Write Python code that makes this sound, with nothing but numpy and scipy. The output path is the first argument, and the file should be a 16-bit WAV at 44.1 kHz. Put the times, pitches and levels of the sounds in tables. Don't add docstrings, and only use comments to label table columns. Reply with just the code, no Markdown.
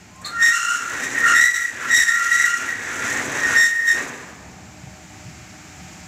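import sys
import numpy as np
from scipy import signal
from scipy.fft import rfft, irfft, next_fast_len
from scipy.io import wavfile
from scipy.ndimage import uniform_filter1d, minimum_filter1d

SR = 44100
rng = np.random.default_rng(int(sys.argv[2]) if len(sys.argv) > 2 else 0)


def elevation(decibels):
    levels = np.asarray(decibels, float)
    return 10 ** (levels / 20)


def int16_out(signal):
    q = np.round(np.clip(np.atleast_2d(signal).T, -1, 1) * 32767)
    wavfile.write(sys.argv[1], SR, q.astype(np.int16))


N = 267731
T = np.arange(N) / SR

# t/s, pressure on the bearing/dB, rolling of the gate/dB
PUSH = [(.2, -58.5, -46), (.26, -43.5, -44.5), (.36, -50, -48), (.5, -32, -42.5), (.86, -36, -32.5),
        (.96, -33, -35), (1.33, -30.5, -35), (1.76, -38.5, -43), (1.86, -34, -40), (2.4, -29, -35.5),
        (2.77, -37.5, -40), (3.1, -30, -32.5), (3.3, -32.5, -30.5), (3.56, -28, -32.5), (3.8, -39.5, -35),
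        (3.98, -33, -33), (4.36, -50, -43.5), (4.75, -74, -58)]


def locks(table, grow_db_s, die_db_s, idle_db, idle_hz):
    bite_slope, idle_bite_db = 1.75, -17
    bite_onset, bite_fade = 2.1, 1
    t = T[::64]
    s, hold, db, hz, bite = np.transpose(table)[..., None]
    before = grow_db_s * np.clip(s - t, 0, None)
    after = die_db_s * np.clip(t - s - hold, 0, None)
    power = elevation(2 * (db - before - after))
    idle_db = idle_db[::64]
    idle_power = elevation(2 * idle_db)
    total = power.sum(axis=0) + idle_power
    pitch = ((power * hz).sum(axis=0) + idle_power * idle_hz) / total
    lock_over_db = bite_slope * db + bite - bite_onset * before - bite_fade * after
    over_db = power_sum(*lock_over_db, bite_slope * idle_db + idle_bite_db)
    return [np.interp(T, t, c) for c in (pitch, 10 * np.log10(total), over_db)]


def upper_locks(push_db):
    # t/s, hold/s, level/dB, f/Hz, bite of the slip/dB
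    upper_table = [(.432, 0.033, -6, 1858, -16.5), (.515, 0.012, -17, 1885, -28),
                   (1.04, 0.0065, -23, 1865, -4.5), (1.17, 0.044, -16, 1862, -43),
                   (1.24, 0.037, -13, 1853, -36), (1.36, 0.028, -5.5, 1860, -20),
                   (1.41, 0.043, -11, 1935, -12.5), (1.545, 0.031, -17, 1915, -8.5),
                   (1.6, 0.047, -20.5, 1900, -12), (1.915, 0.018, -19, 1885, -2.5),
                   (1.95, 0.019, -9, 1894, -8), (2.01, 0.0084, -11.5, 1885, -12.5),
                   (2.087, .01, -15, 1850, -10), (2.147, 0.0072, -14.5, 1890, -17),
                   (2.19, 0.11, -23, 1895, -18), (2.32, 0.031, -17, 1910, -9.5),
                   (2.38, 0.056, -12.5, 1913, -16), (2.48, 0.043, -23.5, 1905, -26),
                   (2.69, 0.013, -19, 1894, -24), (3.11, 0.051, -25.5, 1850, -18.5),
                   (3.44, 0.015, -16.5, 1851, -17), (3.575, 0.055, -6, 1850, -20),
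                   (3.72, 0.19, -19.5, 1856, -17.5), (3.885, 0.023, -11, 1852, -17)]
    return locks(upper_table, grow_db_s=419, die_db_s=218.5, idle_db=push_db - 1.5, idle_hz=1885)


def lower_locks(push_db):
    # t/s, hold/s, level/dB, f/Hz, bite of the slip/dB
    lower_table = [(.35, .06, -22.5, 1390, -6), (.46, 0.022, -36, 1385, -4), (.54, .13, -19, 1388, 4.5),
                   (.69, 0.058, -21.5, 1407, 7), (.76, 0.068, -21.5, 1384, 0),
                   (.86, 0.078, -29.5, 1388, -6), (1.28, 0.038, -11.5, 1398, -6),
                   (1.37, 0.0086, -17.5, 1383, -8.5), (1.43, 0.057, -36.5, 1380, -12),
                   (1.56, 0.049, -32, 1380, -10), (1.84, .02, -26.5, 1378, -16),
                   (2.11, 0.061, -23, 1386, -6.5), (2.2, 0.061, -18, 1389, -6.5),
                   (2.3, 0.098, -23.5, 1380, 3), (2.47, 0.05, -19.5, 1398, 2), (2.55, .09, -24.5, 1387, 2),
                   (2.92, 0.15, -28.5, 1400, -3), (3.52, 0.053, -26, 1408, -19)]
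    return locks(lower_table, grow_db_s=295.5, die_db_s=162, idle_db=push_db - 11.5, idle_hz=1400)


def squeal(hz, db, over_db, rough, orders, wobble_hz):
    turn = np.exp(2j * np.pi * np.cumsum(hz * (1 + .003 * walk(100))) / SR)
    skirts = .5 * (walk(3 * wobble_hz) + 1j * walk(3 * wobble_hz))
    over = elevation(over_db)
    partials = [(0.97, elevation(db))] + [(k, over * elevation(d)) for k, d in orders]
    out = 0
    for k, gain in partials:
        lost = 1 - (1 - rough) ** k
        smear = .87 * (walk(wobble_hz * k) + 1j * walk(wobble_hz * k)) + skirts
        phasor = np.sqrt(2 - 2 * lost) + np.sqrt(lost) * smear
        out = out + gain * (phasor * turn ** k).real
    return out


def creak():
    # t/s, f/Hz, level/dB
    start = [
        (.07, 1000, -62),
        (.12, 1035, -57),
        (.2, 1050, -46.5),
        (.24, 1065, -54),
        (.265, 1205, -34),
        (.3, 1204, -41),
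        (.36, 1230, -45),
        (.42, 1210, -50),
    ]
    gate, (hz, db) = columns(start)
    return gate * squeal(hz, db, db, 0.4, [], 57.0)


def squeals(high, low):
    # t/s, upper roughness/0-1, lower roughness/0-1
    grip = [(0, .1, .08), (.43, .15, .08), (.5, .2, .2), (.56, .5, .4), (.95, .7, .4), (1.15, .3, .6),
            (1.28, .35, .35), (1.36, .5, .2), (1.42, .6, .12), (1.7, .6, .2), (1.9, .6, .5),
            (2.07, .6, .12), (2.38, .4, .14), (2.6, .4, .15), (2.7, .6, .4), (3.4, .4, .5), (3.55, .18, .5),
            (4.2, .18, .5)]
    # multiple, level/dB
    upper_orders = [(2, 3.5), (3, 5.5), (4, 5.5), (5, -11.5), (6, -10.5), (7, -21), (8, -17)]
    # multiple, level/dB
    lower_orders = [(2, -1), (3, -16), (4, -8), (5, -6), (6, -12)]
    # f/Hz, width/Hz, level/dB
    strands = [(1250, 40, -10), (1385, 4.9, -11), (1427, 9.2, 0.5), (1787, 86, -21), (1853, 28, -14.5),
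               (1982, 29, -20), (1935, 27, -2), (1986, 11, -4)]
    flutter_db, flutter_hz = 4, 110
    _, (high_rough, low_rough) = columns(grip)
    out = creak()
    hz, db, over_db = high
    beaded_db = db - 3.5 + flutter_db * high_rough * walk(flutter_hz)
    out += driven() * squeal(hz, beaded_db, over_db - 1, high_rough, upper_orders, 150.)
    hz, db, over_db = low
    beaded_db = db - 3.5 + flutter_db * low_rough * walk(flutter_hz)
    out += driven() * squeal(hz, beaded_db, over_db - 2, low_rough, lower_orders, 150.)
    return out + ring(out, strands)


def bar_scrape():
    # f/Hz, level/dB per Hz
    scrape = [(900, -23.5), (1250, -10), (1700, 3.5), (2200, -3.5), (2600, -8), (3070, -17), (3850, -15.5),
              (4200, -22.5), (5000, -23), (6500, -43)]
    # f/Hz, width/Hz, level/dB
    bar_modes = [(1240, 64, 1.5), (1377, 27, -22.5), (1560, 31, 7), (1710, 110, 7), (1550, 170, 36),
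                 (1855, 13, -17.5), (1930, 17, -8.5), (1920, 20, -9.5)]
    grains = grit(3.0)
    ringing = unit(cut(ring(grains, bar_modes), 770, "high"))
    return colour(grains, scrape, lo_hz=2040, hi_hz=2530) + elevation(-32.5) * driven() * ringing


def frame_rumble(roll_db):
    # f/Hz, level/dB per Hz
    rumble = [(18, -54), (30, -51), (113, -5.5), (184, -11.5), (252, -2), (314, -5.5), (620, -9.5),
              (1300, -9), (1690, -57), (2860, -120)]
    # f/Hz, width/Hz, level/dB
    frame_modes = [(122, 48, -7), (182, 21, -9), (241, 17, -8), (395, 26, 0), (477, 13, 3)]
    rolling = colour(grit(2.46), rumble, lo_hz=150, hi_hz=1000)
    ring_db = -10.0 + 0.2 * (roll_db + 34)
    return cut(rolling + elevation(ring_db) * unit(ring(grit(6.7), frame_modes)), 116, "high")


def grinding(high, low):
    # f/Hz, level/dB per Hz
    hiss_curve = [(2650, -9.5), (4500, -14.5), (5070, -11), (5930, -1), (6930, -1), (7900, -4), (9040, -21),
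                  (11000, -16), (12600, -25.5), (14000, -23), (15600, -20)]
    # f/Hz, width/Hz, level/dB
    whistle_modes = [(9640, 100, 0), (13550, 130, -1), (14900, 250, -6)]
    gate, (push_db, roll_db) = columns(PUSH)
    scrape_db = power_sum(push_db, high[1] - 24) - 0.49 * reducer()
    rumble_db = roll_db - reducer()
    push_hiss_db = 1.22 * (push_db + 33) - 4.5 - 33
    hiss_db = power_sum(push_hiss_db, 0.81 * high[2] - 4.5, 0.81 * low[2] - 11)
    whistle_db = power_sum(push_db - 29, high[1] - 32)
    press = 1.1 * walk(24.94)
    spit = np.minimum(walk(200), 2)
    hiss = colour(grit(1.6), hiss_curve, lo_hz=5940, hi_hz=7240)
    whistle = unit(ring(ring(grit(1.3), whistle_modes), whistle_modes))
    ground = unit(ring(grit(0.99), [(71.4, 22, -9), (102, 24, -3)]))
    out = driven() * elevation(rumble_db - 13 + walk(4.1)) * ground
    out += elevation(scrape_db - 4.5 + press) * bar_scrape()
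    out += elevation(rumble_db - 2.5 + 0.48 * press) * frame_rumble(roll_db)
    out += elevation(hiss_db - 2.18 + 0.59 * press + 0.63 * walk(70) + 1.8 * spit) * hiss
    out += elevation(whistle_db - 0.5 + 0.55 * press + 1.8 * spit) * whistle
    return gate * out


def clinks():
    # t/s, peak level/dB, ring share/0-1, decay/s
    ticks = [(.157, -36, 0, .006), (.213, -29, 0, .006), (.245, -20, .95, .035), (.25, -29, 0, .035),
             (1.024, -26, .5, .01), (1.553, -28, .1, .01), (1.971, -18, 0, .008), (2.828, -30, .2, .01),
             (3.125, -25, 0, .012), (3.25, -26, 0, .01), (5.929, -40, 0, .008)]
    # f/Hz, width/Hz, level/dB
    latch_modes = [(3750, 110, -3), (3900, 110, -7), (4120, 90, -1), (4240, 90, 0), (4430, 130, -9)]
    # f/Hz, width/Hz, level/dB
    crack_modes = [(7400, 1800, -4), (1500, 1500, -17), (11500, 4100, -16)]
    out = np.zeros(N + SR)
    t = np.arange(SR // 4) / SR
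    for s, db, share, decay_s in ticks:
        chatter = rng.standard_normal(len(t))
        arms = unit(ring(ring(chatter, latch_modes), latch_modes))
        crack = unit(ring(ring(chatter, crack_modes), crack_modes))
        tick = share * arms + (1 - share) * crack
        envelope = np.exp(-t / decay_s) * (1 - np.exp(-t / .005))
        out[int(s * SR):][:len(t)] += elevation(db - 4) * tick * envelope
    return out[:N]


def clanks():
    # t/s, level/dB, length/s
    bumps = [
        (0.437, -25, 0.011),
        (0.93, -30.5, 0.058),
        (1.284, -42, 0.069),
        (1.843, -27.5, 0.027),
        (3.533, -26, 0.083),
    ]
    # f/Hz, width/Hz, level/dB
    panel_modes = [(1123, 37, 2.5), (1200, 64, -1), (1490, 70, 10), (1670, 76, 9), (2400, 50, -18)]
    shake = sum(elevation(db) * np.exp(-((T - s) / length) ** 2) for s, db, length in bumps)
    return shake * unit(ring(grit(4.8), panel_modes))


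def porch(gate):
    t = np.arange(SR // 2) / SR
    tail = rng.standard_normal(len(t)) * elevation(-60 * t / 0.25) * (t > .004)
    return signal.fftconvolve(gate, tail / np.sqrt(np.sum(tail ** 2)))[:N]


def thumps():
    # t/s, peak level/dB
    steps = [
        (4.842, -33),
        (4.878, -29),
        (5.268, -31),
        (5.288, -31),
        (5.31, -33),
        (3.045, -32),
        (1.98, -35),
    ]
    out = 0
    for s, db in steps:
        wave = np.sin(2 * np.pi * (rng.uniform(80, 160) * T + rng.random()))
        out = out + elevation(db) * np.exp(-((T - s) / .008) ** 2) * wave
    return out


def field():
    # f/Hz, level/dB per Hz
    murmur = [(15, -49), (25, -22), (70, 7.5), (184, 2), (254, -18), (315, -1.5), (446, -13), (600, -13.5),
              (745, -2), (1000, -19), (1630, -18), (3460, -30), (7350, -20), (9120, -41), (15600, -43.5)]
    # f/Hz, width/Hz, level/dB
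    motor_modes = [(75.8, 1.5, -53), (105.4, 6.5, -55.5), (180.5, 6, -48.5), (197.2, 10, -54),
                   (239.7, 9.3, -54.5), (300.6, 6.8, -54.5), (616, 17, -56.5), (764, 17, -54),
                   (879, 46, -57)]
    # start, full, full, end of the dip t/s
    moving_s = (.45, .55, 3.9, 4.45)
    low_db = -45 - 4.5 * (T < 1) - 18.5 * np.interp(T, moving_s, [0, 1, 1, 0])
    early_db = -7 * np.clip(1 - T / 16.5, 0, 1)
    high_db = -42.5 + early_db + 1.8 * np.clip(T - 4.6, 0, None)
    air = colour(rng.standard_normal(N), murmur)
    motor = 0
    for f, w, db in motor_modes:
        motor = motor + elevation(db + 44.0) * unit(ring(rng.standard_normal(N), [(f, w, 0)]))
    insects = unit(ring(rng.standard_normal(N), [(2260, 570, 0)]))
    lows = unit(cut(air, 1190, "low")) + motor
    highs = unit(cut(air, 1010, "high")) + elevation(-5.5) * insects
    return elevation(low_db + .5 * walk(3.24)) * lows + elevation(high_db + 0.5 * walk(4.55)) * highs


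def reducer():
    # t/s, length/s, depth/dB
    cuts = [
        (0.502, 0.418, 10.5),
        (1.438, 0.27, 10.5),
        (2.016, 0.581, 10),
        (3.615, 0.32, 12),
    ]
    edge_s = 0.043
    depth = 0
    for s, length, db in cuts:
        depth = depth + db * np.clip(np.minimum(T - s, s + length - T) / edge_s + .5, 0, 1)
    return depth


def driven():
    return np.clip((4.12 - T) / 0.062, 0, 1)


def grit(scatter_db):
    return unit(rng.standard_normal(N) * elevation(scatter_db * np.minimum(rng.exponential(size=N), 6)))


def ring(x, modes):
    return sum(elevation(db) * signal.lfilter(*signal.iirpeak(f, f / w, SR), x) for f, w, db in modes)


def colour(x, points, lo_hz=0, hi_hz=2e4):
    size = next_fast_len(N, True)
    hz = np.arange(size // 2 + 1) * SR / size + 1e-3
    f, db = np.transpose(points)
    spec = rfft(x, size) * elevation(np.interp(np.log(hz), np.log(f), db, left=-90, right=-90))
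    inside = irfft(spec * (hz > lo_hz) * (hz < hi_hz), size)
    return irfft(spec, size)[:N] / np.std(inside)


def cut(x, edge_hz, kind):
    return signal.sosfilt(signal.butter(6, edge_hz, kind, fs=SR, output="sos"), x)


def walk(rate):
    levels = rng.standard_normal(int(N * rate / SR) + 2)
    return np.sqrt(3 / 2) * np.interp(np.arange(N) * rate / SR, np.arange(len(levels)), levels)


def power_sum(*dbs):
    return 10 * np.log10(sum(10 ** (db / 10) for db in dbs))


def unit(x):
    return x / np.sqrt(np.mean(np.abs(x) ** 2))


def columns(table, fade_s=0.029):
    s, *cols = np.transpose(table)
    gate = np.clip(np.minimum(T - s[0], s[-1] - T) / fade_s, 0, 1)
    return gate, [np.interp(T, s, c) for c in cols]


def scene():
    _, (push_db, _) = columns(PUSH)
    high = upper_locks(push_db)
    low = lower_locks(push_db)
    gate = squeals(high, low) + grinding(high, low) + clinks() + clanks()
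    return (gate + elevation(-12.5) * porch(gate) + thumps() + field())[None]


def top_cut(x):
    return signal.sosfilt(signal.butter(12, 15780, fs=SR, output="sos"), x)


def record(dry):
    dry = signal.sosfilt(signal.butter(1, 45, "high", fs=SR, output="sos"), dry)
    peak = -minimum_filter1d(-np.abs(dry), SR // 400)
    hold = uniform_filter1d(peak, SR // 150, origin=SR // 400)
    gain = np.minimum(1, (.44 / (hold + 1e-9)) ** .8)
    return top_cut(cut(dry * gain, 16000, "low"))


dry = scene()
out = record(dry)
int16_out(out)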